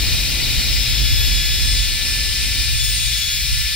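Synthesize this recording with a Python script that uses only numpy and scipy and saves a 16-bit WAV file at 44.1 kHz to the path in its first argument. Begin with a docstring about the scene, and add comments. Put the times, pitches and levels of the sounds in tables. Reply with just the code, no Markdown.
"""At a workshop bench, a stereo microphone close to a handheld router that trims a wooden hoop flat out.
The spindle's whine sags and grows harsher where the bit bites, over a loud rush of cooling air that
rings in the housing. The exhaust blows straight on the microphone as a low flutter, which eases as
the tool moves along."""
import sys
import numpy as np
from scipy.fft import rfft, irfft, next_fast_len
from scipy.io import wavfile
from scipy.ndimage import uniform_filter1d, map_coordinates

SR = 44100
rng = np.random.default_rng(int(sys.argv[2]) if len(sys.argv) > 2 else 0)


def transcribe(signal):
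    """Save signal, clipped to [-1, 1], as a 16-bit WAV file at the path in sys.argv[1]."""
    frames = np.atleast_2d(signal).T
    limited = np.clip(frames, -1, 1)
    pcm = np.round(limited * 32767).astype(np.int16)
    wavfile.write(sys.argv[1], SR, pcm)


N = 165375

# The spindle, slowing in the cuts. Each row: time in seconds, revolutions per second.
SPINDLE_SPEED = [(0.0, 430.3), (0.35, 428.7), (0.4, 429.6), (0.85, 428.7), (0.9, 427.6), (1.05, 427.9),
                 (1.25, 426.8), (1.55, 428.3), (1.95, 435.2), (2.2, 437.1), (2.7, 436.5), (2.8, 434.1),
                 (2.85, 430.7), (3.0, 433.1), (3.35, 425.2), (3.4, 426.0), (3.6, 434.6), (3.75, 435.7)]
# The whine's first and seventh partials. Each row: time in seconds, level in dB.
FIRST_PARTIAL = [(0.0, -41.5), (0.4, -46), (1.4, -35.5), (1.85, -37), (2.0, -33), (3.5, -40), (3.75, -33)]
SEVENTH_PARTIAL = [(0, -40), (.7, -42), (.92, -38), (1.08, -39), (1.22, -31), (1.36, -37), (1.6, -40),
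                   (1.8, -55), (2.7, -55), (2.86, -35), (2.96, -46), (3.08, -39), (3.3, -38), (3.6, -49)]
# The third and fifth partials wander as the tool moves; the fourth flares as the bit digs in.
# Each row: time in seconds, level in dB, left over right in dB, left's lead in radians.
THIRD_PARTIAL = [(0, -30.5, 5.5, .8), (.55, -34, -6, 0.9), (.75, -25.5, 12, .8), (1.7, -25, 16, 0.89),
                 (1.9, -33, 14, 1.4), (2.08, -27, -2, 1.9), (2.8, -31, 1, 2.1), (2.9, -26, 12, 1.2),
                 (3.05, -40, 9, 1), (3.15, -28.5, 6, 1.3), (3.75, -31, 10, 1)]
FOURTH_PARTIAL = [(0, -47, 4, 3.6), (.8, -46, 5, 3.9), (1.3, -33, 9, 3.6), (1.65, -38, 9, 3.9),
                  (1.82, -31, 2, 4.3), (2.05, -46, -1, 3.2), (2.7, -42, 0, 3.4), (2.82, -27, 2, 4.6),
                  (2.94, -34, 0, 4), (3.06, -31, 2, 4.9), (3.24, -34, 0, 5.3), (3.34, -27, -2, 3.1),
                  (3.48, -46, 0, 3.6), (3.6, -37.5, 1, 4.1), (3.75, -42, 1, 3.6)]
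FIFTH_PARTIAL = [(0, -33.5, -12, 4.3), (.85, -39, -8, 4.4), (1.25, -33, -6, 3.8), (1.58, -37, -16, 5),
                 (1.7, -26.5, -3, 4.8), (1.84, -27.5, 0, 4.2), (1.98, -31, -14, 4.1), (2.7, -30, -15, 3.6),
                 (2.82, -25, -2, 4.6), (3.05, -25, -4, 4.5), (3.17, -32, -10, 4.5), (3.4, -30, 1, 3.4),
                 (3.5, -33, -5, 4.9), (3.6, -28, -5, 4.1), (3.75, -31, -4, 3.9)]
# How hard the bit bites. Each row: time in seconds, strength in relative dB.
BIT_BITE = [(0, -40), (.35, -39), (.45, -35), (.58, -39), (.8, -36), (.95, -29), (1.2, -25), (1.6, -26.5),
            (1.84, -26.5), (1.94, -35), (2.3, -33.5), (2.72, -35), (2.79, -26), (2.85, -24), (2.93, -29),
            (3.03, -25.5), (3.18, -26.5), (3.34, -24), (3.42, -32), (3.75, -35)]
# The cutting tone, an octave up. Each row: partial number, level in dB at average bite,
# dB gained per dB of bite, left over right in dB.
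CUTTING_TONES = [(2, -31.5, 1, 6.5)]
# The squeal, strongest in the last, heaviest cut. Each row: time in seconds, level in dB.
SQUEAL_LEVEL = [(0, -51), (.9, -52), (1.2, -53), (1.65, -48), (1.95, -57), (2.7, -54), (2.83, -44),
                (2.95, -50), (3.08, -45), (3.38, -40), (3.52, -51), (3.75, -48)]
# Its partials. Each row: partial number, offset from that level in dB.
SQUEAL_PARTIALS = [(6, 2), (8, -5), (9, 0)]
# How the router reaches the microphone's two ports. Each row: frequency in Hz, left over right in dB,
# likeness of the sides from 0 to 1, left's lead in radians.
MIC_PORTS = [(500, 6, 1, -1.5), (1300, 0, 0.92, 0.05), (1900, .8, 1, .05), (2600, 5, 0.8, 0.5),
             (3300, 6.5, 0.95, 0.5), (3920, 6.5, 0.79, 0.57), (4400, -3, 0.78, 0.5), (4780, 9, 0, 0.8),
             (5000, 7, 0.1, 0.85), (5500, 11, 0.62, 2), (6580, 2, 0.57, 4), (7260, -3.5, 0.91, 4),
             (7900, 1, .58, 4), (10600, -3.5, 0.24, 4.5), (11700, -1, 0.3, 3.5), (11800, -2, 0.56, 7),
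             (14700, 0, 0.73, 7)]

# The rush of cooling air. Each row: frequency in Hz, spectral density in relative dB.
RUSH_SPECTRUM = [(200, -29), (900, -31.5), (1200, -22.5), (1550, -17.5), (1900, -8), (2450, -3), (3150, -4),
                 (3700, -3.5), (4200, 1.5), (4900, -4), (5550, -3.5), (6400, -8), (7000, -9), (7550, -5),
                 (8100, -13), (8800, -12.5), (10400, -12), (11600, -15), (13500, -18), (15600, -13.5)]
# Its body and its topmost fizz. Each row: time in seconds, level in relative dB.
RUSH_LEVEL = [(0, -25.4), (.75, -25.3), (1.25, -26.5), (1.8, -26.3), (2.1, -25.9), (2.65, -25.9),
              (2.85, -27.9), (3.13, -26.3), (3.32, -27.6), (3.55, -26.4), (3.75, -26.8)]
FIZZ_LEVEL = [(0, -1), (.68, -0.5), (1.5, -2), (2.78, -1.5), (3.18, -1), (3.3, -3), (3.43, 0), (3.75, -2)]
# Housing resonances, and hollows where reflections off the bench cancel the rush.
# Each row: centre in Hz, width in Hz, gain in dB.
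HOUSING_MODES = [(1412, 64, 5.5), (2006, 39, 8), (2317, 25, 6), (2444, 50, 3.5), (2760, 35, 4),
                 (3100, 50, 4.5), (3705, 76, 8), (3856, 33, 5), (4084, 54, 1.5), (4570, 32, 2),
                 (4716, 85, 5.5), (5360, 34, 5.5), (5430, 40, 5.5), (6150, 94, 5)]
BENCH_HOLLOWS = [(1630, 53, -2.5), (1860, 50, 0.5), (2040, 35, -5), (2205, 20, -2), (2700, 29, -7.5),
                 (3114, 71, -6), (3570, 46, -0.5), (4410, 53, -5.5), (4616, 42, -7), (4885, 54, -2),
                 (5020, 51, -5.5), (5460, 40, -3), (6300, 98, -6), (6680, 97, -6)]

# Exhaust on the microphone: low buffeting and a softer draught above it.
# Each row: frequency in Hz, spectral density in relative dB.
BUFFET_SPECTRUM = [(12, -51), (22, -12), (33, -11), (46, 0.5), (60, 0.5), (74, -11), (95, -12.5),
                   (130, -13.5), (165, -28.5), (300, -57), (800, -73)]
DRAUGHT_SPECTRUM = [(80, -9), (170, -0.5), (250, -1.5), (400, -8), (700, -13.5), (1100, -17), (1800, -28)]
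# Both ease as the tool moves along. Each row: time in seconds, level in relative dB.
BUFFET_STRENGTH = [(0, -23.5), (.25, -22), (.42, -23.5), (.55, -22), (.75, -24.5), (1.15, -20.5),
                   (1.5, -21.5), (1.6, -25), (1.67, -21.5), (2.0, -27), (2.6, -26.5), (3.1, -27),
                   (3.38, -30), (3.5, -24.5), (3.75, -31)]
DRAUGHT_STRENGTH = [(0, -40), (.7, -40), (1.55, -44.5), (1.78, -43), (1.95, -43.5), (2.3, -43.5),
                    (3.0, -50), (3.75, -55)]


def amp(db):
    """Decibels to gain."""
    return 10 ** (np.asarray(db) / 20)


def unit(x):
    """Scale to rms 1."""
    return x / np.sqrt(np.mean(x ** 2) + 1e-20)


def at_hz(rows, hz):
    """Each column after the frequency, read at hz on a log axis."""
    row_hz, *columns = np.transpose(rows)
    return [np.interp(np.log(hz + 1), np.log(row_hz + 1), column) for column in columns]


def curves(rows):
    """One value per sample for each column after the time."""
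    seconds, *columns = np.transpose(rows)
    return [np.interp(np.arange(N) / SR, seconds, column) for column in columns]


def wobble(per_s):
    """A smooth random curve with per_s knots a second."""
    return map_coordinates(rng.standard_normal(4096), [np.arange(N) * per_s / SR], mode="wrap")


def filtered(x, response):
    """Shape x by a gain that is a function of frequency."""
    size = next_fast_len(N + SR // 4)
    hz = np.fft.rfftfreq(size, 1 / SR)
    return irfft(rfft(x, size) * response(hz), size)[..., :N]


def panned(side_db):
    """Left and right gains of constant total power, left louder by side_db."""
    gains = amp(np.vstack([side_db, -side_db]) / 2)
    return gains / np.sqrt(np.mean(gains ** 2, axis=0))


def spindle_whine(beats_per_turn=4, jitter=0.00036, flutter_db=1.7, wander_db=5, drift_rad=0.053):
    """Partials locked to the spindle; the bite brings out overtones, which drift between the ports."""
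    speed = uniform_filter1d(curves(SPINDLE_SPEED)[0], SR // 20)
    pitch_hz = beats_per_turn * speed * (1 + jitter * wobble(70))
    phase = 2 * np.pi * np.cumsum(pitch_hz) / SR

    def partial(order, level_db, side_db, lead=None):
        if lead is None:
            _, _, port_lead = at_hz(MIC_PORTS, order * pitch_hz.mean())
            lead = port_lead + drift_rad * (order - 1) * wobble(4.16)
        gain = amp(level_db + flutter_db * wobble(45)) * panned(side_db)
        return gain * np.sin(order * phase + np.array([lead, -lead]) / 2)

    whine = partial(1, curves(FIRST_PARTIAL)[0], side_db=0)
    for order, rows in (3, THIRD_PARTIAL), (4, FOURTH_PARTIAL), (5, FIFTH_PARTIAL):
        whine += partial(order, *curves(rows))
    whine += partial(7, curves(SEVENTH_PARTIAL)[0], side_db=-3)
    bite_db, = curves(BIT_BITE)
    bite_db -= bite_db.mean()
    for order, level_db, growth, side_db in CUTTING_TONES:
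        whine += partial(order, level_db + growth * bite_db, side_db + wander_db * wobble(4.81))
    for order, offset_db in SQUEAL_PARTIALS:
        squeal_db = curves(SQUEAL_LEVEL)[0] + offset_db + wander_db * wobble(12)
        whine += partial(order, squeal_db, side_db=wander_db * wobble(8.6))
    return whine


def cooling_air(hiss_hz=5460, fizz_hz=12300, ripple_db=1.5, ripple_spacing_hz=60.15):
    """Fan turbulence coloured by housing and bench, a little different at each microphone port."""
    ripples = rng.standard_normal(2048)

    def likeness(hz):
        _, correlation, _ = at_hz(MIC_PORTS, hz)
        angle = np.arccos(np.clip(correlation, 0, 1)) / 2
        return np.array([np.cos(angle), np.sin(angle)])

    def colour(hz):
        peaks_and_dips_db = sum(db / (1 + (2 * (hz - centre) / width) ** 2)
                                for centre, width, db in HOUSING_MODES + BENCH_HOLLOWS)
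        # The shop's many reflections leave a fine ripple on the spectrum.
        shop_db = ripple_db * map_coordinates(ripples, [hz / ripple_spacing_hz], mode="wrap")
        gain = amp(at_hz(RUSH_SPECTRUM, hz)[0] + peaks_and_dips_db + shop_db)
        side_db, _, lead = at_hz(MIC_PORTS, hz)
        return gain * panned(side_db) * np.exp(0.5j * np.array([lead, -lead]))

    mid, side = filtered(rng.standard_normal((2, N)), likeness)
    rush = unit(filtered(np.array([mid + side, mid - side]), colour))
    body = filtered(rush, lambda hz: 1 / (1 + (hz / hiss_hz) ** 8))
    fizz = filtered(rush, lambda hz: 1 - 1 / (1 + (hz / fizz_hz) ** 16))
    hiss = rush - body - fizz
    level_db, = curves(RUSH_LEVEL)
    hiss *= amp(level_db.mean() + 0.48 * wobble(10))  # steady but for a slight flicker
    fizz *= amp(level_db.mean() + curves(FIZZ_LEVEL)[0] + 0.7 * wobble(16))
    body *= amp(level_db + 0.28 * wobble(14))
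    return body + hiss + fizz


def housing_ring(pitch_hz=4728, width_hz=30, level_db=-38.5):
    """One housing mode sings a narrow, fuzzy tone to the left, whatever the spindle's speed."""
    drive = wobble(width_hz) + 1j * wobble(width_hz)
    carrier = np.exp(2j * np.pi * pitch_hz * np.arange(N) / SR)
    tone = unit(np.real(drive * carrier))
    return amp(level_db) * panned(side_db=5) * tone


def exhaust(spectrum, strength, shared_gain, gust_db=1, gusts_per_s=8.02):
    """Gusts of air on the microphone's ports, mostly unrelated from left to right."""
    eddies = rng.standard_normal((2, N)) + shared_gain * rng.standard_normal(N)
    wind = unit(filtered(eddies, lambda hz: amp(at_hz(spectrum, hz)[0])))
    return wind * amp(curves(strength)[0] + gust_db * wobble(gusts_per_s))


def scene():
    """The router at close range and the air it blows at the microphone, all sounding from the start."""
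    router = spindle_whine() + amp(5.5) * cooling_air() + housing_ring()
    buffet = amp(3.5) * exhaust(BUFFET_SPECTRUM, BUFFET_STRENGTH, shared_gain=0)
    draught = amp(4.5) * exhaust(DRAUGHT_SPECTRUM, DRAUGHT_STRENGTH, shared_gain=0.54)
    return router + buffet + draught * panned(side_db=-1.7)


def record(dry, top_hz=15750):
    """The microphone passes nothing above top_hz."""
    return filtered(dry, lambda hz: hz < top_hz)


dry = scene()
out = record(dry)
transcribe(out)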